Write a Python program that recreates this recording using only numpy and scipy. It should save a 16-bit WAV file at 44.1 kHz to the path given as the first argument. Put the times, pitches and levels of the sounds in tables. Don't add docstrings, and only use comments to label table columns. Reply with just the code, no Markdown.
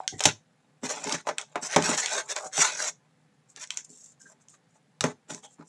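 import sys
import numpy as np
from scipy import signal
from scipy.fft import rfft, irfft
from scipy.io import wavfile
from scipy.ndimage import uniform_filter1d

SR = 44100
rng = np.random.default_rng(int(sys.argv[2]) if len(sys.argv) > 2 else 0)


def unload_audio(sound):
    columns = np.transpose(np.atleast_2d(sound))
    steps = np.round(np.clip(columns, -1, 1) * 32767)
    wavfile.write(sys.argv[1], SR, steps.astype(np.int16))


N = 250605
TIME = np.arange(N) / SR

# frequency in Hz, width in Hz, relative strength in dB.
BOX_MODES = [(178, 4.7, -0.5), (229.6, 40, -7), (418, 26, 4.5), (603.6, 65, 5.5), (764, 26, -7.5),
             (867, 13, 5.5), (1001.4, 30, -0.5), (1540, 20, -1.5), (1970, 79, -5.5), (2190, 96, -4),
             (2570, 180, -1)]
# frequency in Hz, relative level in dB.
THUD_COLOUR = [(30, -37.5), (75, -17), (110, -5.5), (170, 6), (280, 6), (420, 0), (900, -44), (6000, -84)]


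def crinkle(film_db):
    # frequency in Hz, relative level in dB.
    film_colour = [(300, -53), (1500, -27.5), (3500, -8.5), (4700, -9.5), (5600, 3), (6300, 3), (7600, 1.5),
                   (8600, -6), (10000, -13.5), (12000, -29), (16000, -45.5)]
    glide_colour = [(500, -45), (3000, -26), (5000, -14.5), (6500, 0.5), (7400, 6.5), (8200, -2.5),
                    (9100, -6), (10000, -21), (12000, -29), (16000, -45)]
    clicks_per_s = 1500 * undb(0.37 * (film_db + 36.5))
    creases = np.zeros(N)
    for hz in (5700, 6700, 7700):
        clicks = swarm(clicks_per_s, spread_db=4.5, even_s=0.15)
        creases += ring(clicks, response(film_colour, [(hz, 1400, 0)]))
    glide = ring(swarm(1500, spread_db=4.5, even_s=0.15), response(glide_colour))
    light = np.clip((-41.5 - film_db) / 12, 0, 0.9)
    return (np.sqrt((1 - light) / 3) * creases + np.sqrt(light) * glide) * undb(film_db)


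def scraping(scrape_db, edge_db):
    # frequency in Hz, relative level in dB.
    body_colour = [(50, -53), (150, -31), (300, -8.5), (450, 0), (750, 6.5), (1200, 8), (1700, -3),
                   (3000, -23), (12000, -66)]
    edge_colour = [(150, -45), (700, -14), (1500, 5), (2200, 1.5), (3000, -5), (3700, -0.5), (4600, -6.5),
                   (6500, -12), (14000, -56.5)]
    slips_per_s = 3000 * undb(0.24 * (scrape_db + 34.5))
    slips = swarm(slips_per_s, spread_db=3.5, even_s=0.06)
    body = ring(slips * undb(scrape_db), response(body_colour, BOX_MODES))
    edges = ring(slips * undb(edge_db), response(edge_colour, BOX_MODES))
    return body, edges


def hollows(x, echo_db, reach_s, size=4096, count=14):
    out = np.zeros(N + 4 * size)
    padded = np.pad(x, (size, 2 * size))
    fade = signal.windows.hann(size, sym=False)
    for start in range(0, N + size, size // 2):
        lags = 8 + rng.exponential(size=count) * reach_s * SR
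        lags = np.minimum(lags, size - 1).astype(int)
        gains = rng.standard_normal(count)
        gains *= undb(echo_db) / np.linalg.norm(gains)
        paths = np.bincount(lags, gains, size)
        paths[0] = 1
        paths /= np.linalg.norm(paths)
        block = padded[start:start + size] * fade
        out[start:start + 2 * size - 1] += signal.fftconvolve(block, paths)
    return out[size:size + N]


def snaps():
    # start in seconds, level over 10 ms in dB, pitch in Hz.
    creases = [(0.0778, -25, 5200), (0.194, -36.5, 6240), (0.238, -25, 6470), (0.243, -29, 5600),
               (0.2522, -30, 4920), (0.8938, -37.5, 5900), (1.0414, -34, 6800), (1.0945, -35, 3900),
               (1.124, -26.5, 5200), (1.383, -27.5, 2740), (1.4133, -39.5, 6500), (1.8236, -30.5, 4660),
               (1.9392, -45, 2840), (1.9767, -30, 5650), (2.0598, -27.5, 5200), (2.363, -31.5, 5810),
               (2.674, -38, 4130), (3.5622, -45, 5430), (3.6383, -43.5, 5490), (3.673, -50, 7000),
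               (3.705, -30.5, 3076), (3.772, -29.5, 6350), (4.485, -53, 6800), (5.0079, -25.5, 4500),
               (5.3466, -39.5, 6000)]
    # frequency in Hz, relative level in dB.
    snap_colour = [(60, -36.5), (400, -26), (1500, 0.5), (3500, 2), (4600, -7.5), (6000, 3.5), (7800, 3),
                   (10000, -11.5), (12500, -35.5), (16000, -36.5)]
    out = np.zeros(N)
    for start, db, hz in creases:
        flip = ring(contact(decay_s=0.0018, grit=9.0), response(snap_colour, [(hz, 0.55 * hz, 6)]))
        small = signal.butter(2, min(0.42 * hz, SR / 4), "high", fs=SR, output="sos")
        add(out, start, signal.sosfilt(small, flip), db)
    return out


def knocks():
    # start in seconds, thud level in dB, thud pitch in Hz,
    # cardboard clap level in dB, clap pitch in Hz, wrapper slap level in dB; all levels over 10 ms.
    blows = [(0.136, -37.5, 114, -60, 413, -70), (0.2055, -73, 200, -31, 770, -27.5),
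             (0.2547, -25, 111, -19, 856, -12.5), (0.264, -32, 149, -39, 700, -40),
             (0.834, -31, 261, -38.5, 435, -52), (1.127, -37, 292, -46, 1000, -35.5),
             (1.144, -37.5, 173, -37, 604, -39), (1.27, -41.5, 282, -28, 723, -43),
             (1.29, -44.5, 246, -25.5, 608, -37.5), (1.557, -36, 333, -25, 720, -41),
             (1.762, -17.5, 197, -19.5, 1084, -20.5), (1.766, -20, 290, -14.5, 433, -51),
             (1.892, -28, 312, -30, 465, -31), (1.921, -33, 190, -34, 450, -53),
             (2.579, -40.5, 147, -28, 797, -33), (5.0093, -39, 114, -35, 1260, -31.5),
             (5.04, -25, 184, -21, 422, -29), (5.305, -47, 206, -42, 393, -42.5),
             (5.591, -47.5, 171, -58.5, 903, -80)]
    # frequency in Hz, relative level in dB.
    clap_colour = [(40, -50), (150, -28), (400, -7), (800, 2), (1300, -2), (2000, -6), (3500, -27),
                   (14000, -65)]
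    slap_colour = [(100, -54.5), (900, -21.5), (2000, 0), (3700, 6.5), (4600, -2.5), (6000, 8), (7600, 1.5),
                   (10000, -10), (12500, -27), (16000, -31.5)]
    out = np.zeros(N)
    thud, clap, slap = response(THUD_COLOUR), response(clap_colour, BOX_MODES), response(slap_colour)
    for start, thud_db, thud_hz, clap_db, clap_hz, slap_db in blows:
        low, mid = mode(thud_hz, decay_s=0.012), mode(clap_hz, decay_s=0.008)
        for at, body_db, wrapper_db in (start, 0, 0), (start + 0.0195, -11.5, -18.5):
            thud_sound = low + 0.38 * ring(contact(decay_s=0.013, grit=2.5), thud)
            clap_sound = 0.5 * mid + 0.5 * ring(contact(decay_s=0.01, grit=1.5), clap)
            slap_sound = ring(contact(decay_s=0.0046, grit=6.4), slap)
            add(out, at, thud_sound, thud_db + body_db)
            add(out, at, clap_sound, clap_db + body_db)
            add(out, at, slap_sound, slap_db + wrapper_db)
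    return out


def squeaks():
    # start in seconds, level over 10 ms in dB, pitch in Hz,
    # time to the peak of the swell in seconds.
    catches = [(0.003, -33, 828, 0.001), (0.012, -43.5, 754, 0.014), (0.078, -46, 1600, 0.006),
               (0.084, -42.5, 6540, 0.01), (0.122, -45.5, 752, 0.01), (0.129, -50, 1970, 0.013),
               (2.43, -36.5, 768, 0.015), (4.204, -59.5, 1557, 0.0077), (4.254, -49, 1562, 0.0093),
               (4.532, -61.5, 1196, 0.008), (5.43, -51.5, 3250, 0.015), (5.433, -51, 810, 0.015)]
    out = np.zeros(N)
    t = TIME[:SR // 4]
    for start, db, hz, swell_s in catches:
        waver = unit(uniform_filter1d(rng.standard_normal(len(t)), 90))
        phase = 2 * np.pi * np.cumsum(hz * (1 + 0.043 * waver)) / SR
        swell = t * np.exp(-t / swell_s)
        add(out, start, swell * np.sin(phase), db)
    return out


def flexing(flex_db):
    jerks = swarm(500, spread_db=5.5, even_s=0.067)
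    return ring(jerks * undb(flex_db - 8.5), response(THUD_COLOUR, BOX_MODES))


def room(x, wet_db, t60_s, gap_s, size=16384):
    t = np.arange(size) / SR
    onset = np.clip(t / gap_s - 1, 0, 1)
    tail = rng.standard_normal(size) * undb(-60 * t / t60_s) * onset
    walls = response([(60, 7), (200, 3.5), (1500, -6.0), (6500, 2.5), (9000, -5.5), (14000, -4.5)])
    return x + undb(wet_db) * ring(ring(x, tail / np.linalg.norm(tail)), walls)


def air():
    # frequency in Hz, relative level in dB.
    hiss_colour = [(15, -67), (25, -34.5), (74, -29), (96, -21), (155, -2.5), (180, -13), (244, -12),
                   (405, -30), (508, -14.5), (622, -37), (743, -18), (957, -29), (1760, -26), (2500, -31.5),
                   (10600, -41.5), (13800, -74.5), (22000, -120)]
    hum_colour = [(40, -47), (95, -24), (153, -12), (215, -25.0), (400, -62.0)]
    hum_modes = [(164, 8, 16), (105, 8, 16), (207, 15, 38)]
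    hiss = ring(rng.standard_normal(N), response(hiss_colour))
    hum = ring(rng.standard_normal(N), response(hum_colour, hum_modes))
    return unit(hiss) * undb(-67.5) + unit(hum) * undb(-82)


def pressure(strokes, rest_db):
    rise_db_per_s, fall_db_per_s = 1298, 951
    power = undb(2 * rest_db)
    for start, length, swell_db, db in strokes:
        early = np.maximum(start - TIME, 0)
        late = np.maximum(TIME - start - length, 0)
        progress = np.clip((TIME - start) / length, 0, 1)
        held_db = db + swell_db * (progress - 0.5)
        power = power + undb(2 * (held_db - rise_db_per_s * early - fall_db_per_s * late))
    return 10 * np.log10(power)


def swarm(per_s, spread_db, even_s):
    sizes = undb(spread_db * np.minimum(rng.exponential(size=N), 5)) * rng.choice([-1, 1], N)
    slips = sizes * (rng.random(N) < per_s / SR)
    power = uniform_filter1d(slips ** 2, int(even_s * SR) + 1)
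    return slips / np.sqrt(np.maximum(power, np.mean(power) / 20))


def contact(decay_s, grit, size=4096):
    chatter = rng.standard_normal(size) * np.exp(-np.arange(size) / SR / decay_s)
    push = grit * chatter / np.linalg.norm(chatter)
    push[0] = 1
    return push


def mode(hz, decay_s, size=4096):
    t = TIME[:size]
    wave = np.sin(2 * np.pi * hz * t) * np.exp(-t / decay_s) * np.tanh(2 * hz * t)
    return wave / np.linalg.norm(wave)


def response(points, modes=(), size=4096):
    f = np.maximum(np.fft.rfftfreq(size, 1 / SR), 1)
    hz, db = np.transpose(points)
    gain = undb(np.interp(np.log(f), np.log(hz), db))
    peaks = sum(undb(2 * strength) * 2 / (1 + (2 * (f - centre) / width) ** 2)
                for centre, width, strength in modes)
    gain = gain * np.sqrt(1 + peaks)
    cepstrum = irfft(np.log(gain))
    cepstrum[1:size // 2] *= 2
    cepstrum[size // 2 + 1:] = 0
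    h = irfft(np.exp(rfft(cepstrum)))
    return h / np.linalg.norm(h)


def ring(x, h):
    return signal.fftconvolve(x, h)[:len(x)]


def add(track, s, sound, db):
    start = max(int(s * SR), 0)
    gain = undb(db) * np.sqrt(SR / 10 ** 2 / np.sum(sound ** 2))
    part = sound[:N - start] * gain
    track[start:start + len(part)] += part


def undb(db):
    return 10 ** (np.asarray(db) / 20)


def unit(x):
    return x / np.sqrt(np.mean(x ** 2))


def scene():
    # start in seconds, length in seconds, swell over the stroke in dB, then levels before the
    # final mix in dB of film, hollow scrape and bright edge.
    rubs = [ (0.0, 0.07, -7, -64.5, -56.5, -62), (0.186, 0.081, 19, -39.5, -45, -41),
            (0.26, .04, -6, -40, -40.5, -27.5), (0.84, 0.022, 5, -33.5, -36, -34.5),
            (0.891, 0.017, 7, -29, -32, -35.5), (0.923, 0.13, -11, -42.5, -42, -42.5),
            (1.038, 0.11, 5.5, -36.5, -34, -35), (1.177, 0.03, -4.5, -48.5, -52, -45),
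            (1.273, 0.024, 1.5, -42.5, -29.5, -38), (1.385, .04, -4, -47.5, -42, -45.5),
            (1.481, 0.053, 7.5, -69, -64.5, -68), (1.555, .05, -5.5, -72, -43.5, -58),
            (1.629, 0.038, 0.5, -33, -39, -39), (1.683, 0.061, 18, -37, -40.5, -36),
            (1.784, 0.046, 1, -41, -32.5, -37), (1.837, 0.12, -2.5, -28.5, -33.5, -28),
            (1.978, 0.049, -10, -28.5, -37.5, -34), (2.029, 0.083, -3, -34.5, -38.5, -32),
            (2.12, 0.087, -3.5, -31.5, -30, -30.5), (2.239, 0.066, -1, -54.5, -52, -66),
            (2.298, 0.026, -2, -32, -35.5, -32), (2.363, 0.024, -3, -37, -35, -35.5),
            (2.4, 0.073, 1.5, -42.5, -39.5, -59), (2.532, 0.048, 9.5, -30.5, -44, -34.5),
            (2.594, 0.032, 3.5, -19, -29.5, -21), (2.642, 0.091, -15, -30.5, -36.5, -29),
            (2.733, 0.083, 6, -35, -47, -39), (2.797, 0.091, -1.5, -29.5, -38, -34.5),
            (3.571, 0.02, -5.5, -48, -55.5, -49), (3.599, 0.038, 1.5, -41.5, -55.5, -44),
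            (3.708, 0.083, -4, -52, -62.5, -49), (3.778, 0.024, -7, -45, -62, -48.5),
            (4.298, 0.032, -2, -65, -62, -68.5), (4.542, .01, 1, -63, -67, -62.5),
            (4.755, .01, -2, -61, -66, -70.5), (5.041, 0.072, -15.5, -45, -38, -44.5),
            (5.3, 0.021, -1.5, -41, -42.5, -41.5), (5.334, 0.057, -10, -47.5, -55.5, -56.5),
            (5.432, 0.023, 6, -49.5, -51.5, -56), (5.594, .032, -3.5, -69.5, -50.5, -63.5)]
    # start in seconds, length in seconds, swell in dB,
    # film level before the final mix in dB.
    touches = [(0.09, 0.15, -17, -56), (3.497, 0.02, -4.5, -54.5), (3.85, 0.0064, -2.5, -48),
               (3.892, 0.18, -0.5, -51), (4.06, 0.067, -3.5, -54.5), (4.208, 0.11, -5, -53.5),
               (4.415, 0.013, -7, -59.5), (4.492, 0.053, -0.5, -54.5), (4.69, 0.076, 2.5, -72.5),
               (5.49, 0.053, 8.5, -60.5), (5.65, 0.027, 3.5, -64)]
    # start in seconds, length in seconds, swell in dB,
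    # relative level in dB.
    flexes = [(0.125, 0.029, -4, -43), (0.62, .12, -6.5, -63), (0.838, .015, -9, -32.5),
              (0.88, 0.15, -3, -48), (1.055, 0.11, -15, -37.5), (1.625, .008, 1.5, -37),
              (1.79, 0.13, -2, -28.5), (2.06, .03, -3, -55), (2.135, 0.02, -2, -47.5),
              (2.44, .025, -0.5, -48.5), (2.58, 0.022, -1, -35.5), (2.66, 0.27, 2, -58),
              (3.565, 0.0098, -1, -50.5), (3.895, .035, -0.5, -52.5), (4.24, 0.017, -4.5, -51.5),
              (4.35, 0.011, -3, -55.5), (5.05, 0.054, -12.5, -29), (5.305, 0.064, -12, -39),
              (5.6, 0.029, -11.5, -45.5)]
    film_strokes = [(*stroke, film) for *stroke, film, _, _ in rubs] + list(touches)
    scrape_strokes = [(*stroke, scrape) for *stroke, _, scrape, _ in rubs]
    edge_strokes = [(*stroke, edge) for *stroke, _, _, edge in rubs]
    film_db = pressure(film_strokes, rest_db=-83.5)
    scrape_db = pressure(scrape_strokes, rest_db=-75)
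    edge_db = pressure(edge_strokes, rest_db=-77.5)
    flex_db = pressure(flexes, rest_db=-71.5)

    body, edges = scraping(scrape_db, edge_db)
    rustle = hollows(crinkle(film_db) + edges, echo_db=4, reach_s=0.002)
    rustle += hollows(body, echo_db=-3, reach_s=0.003)
    blows = flexing(flex_db) + snaps() + knocks() + squeaks()
    rustle = room(rustle, wet_db=-18, t60_s=0.15, gap_s=0.004)
    blows = room(blows, wet_db=-13, t60_s=0.17, gap_s=0.004)
    return (undb(-2.0) * rustle + blows + air())[None]


def record(dry):
    bass_cut = signal.butter(2, 70, "high", fs=SR, output="sos")
    top_cut = signal.ellip(8, 0.2, 70, 15800, fs=SR, output="sos")
    lean = signal.sosfilt(bass_cut, dry)
    return signal.sosfilt(top_cut, np.clip(lean, -1, 1))


dry = scene()
out = record(dry)
unload_audio(out)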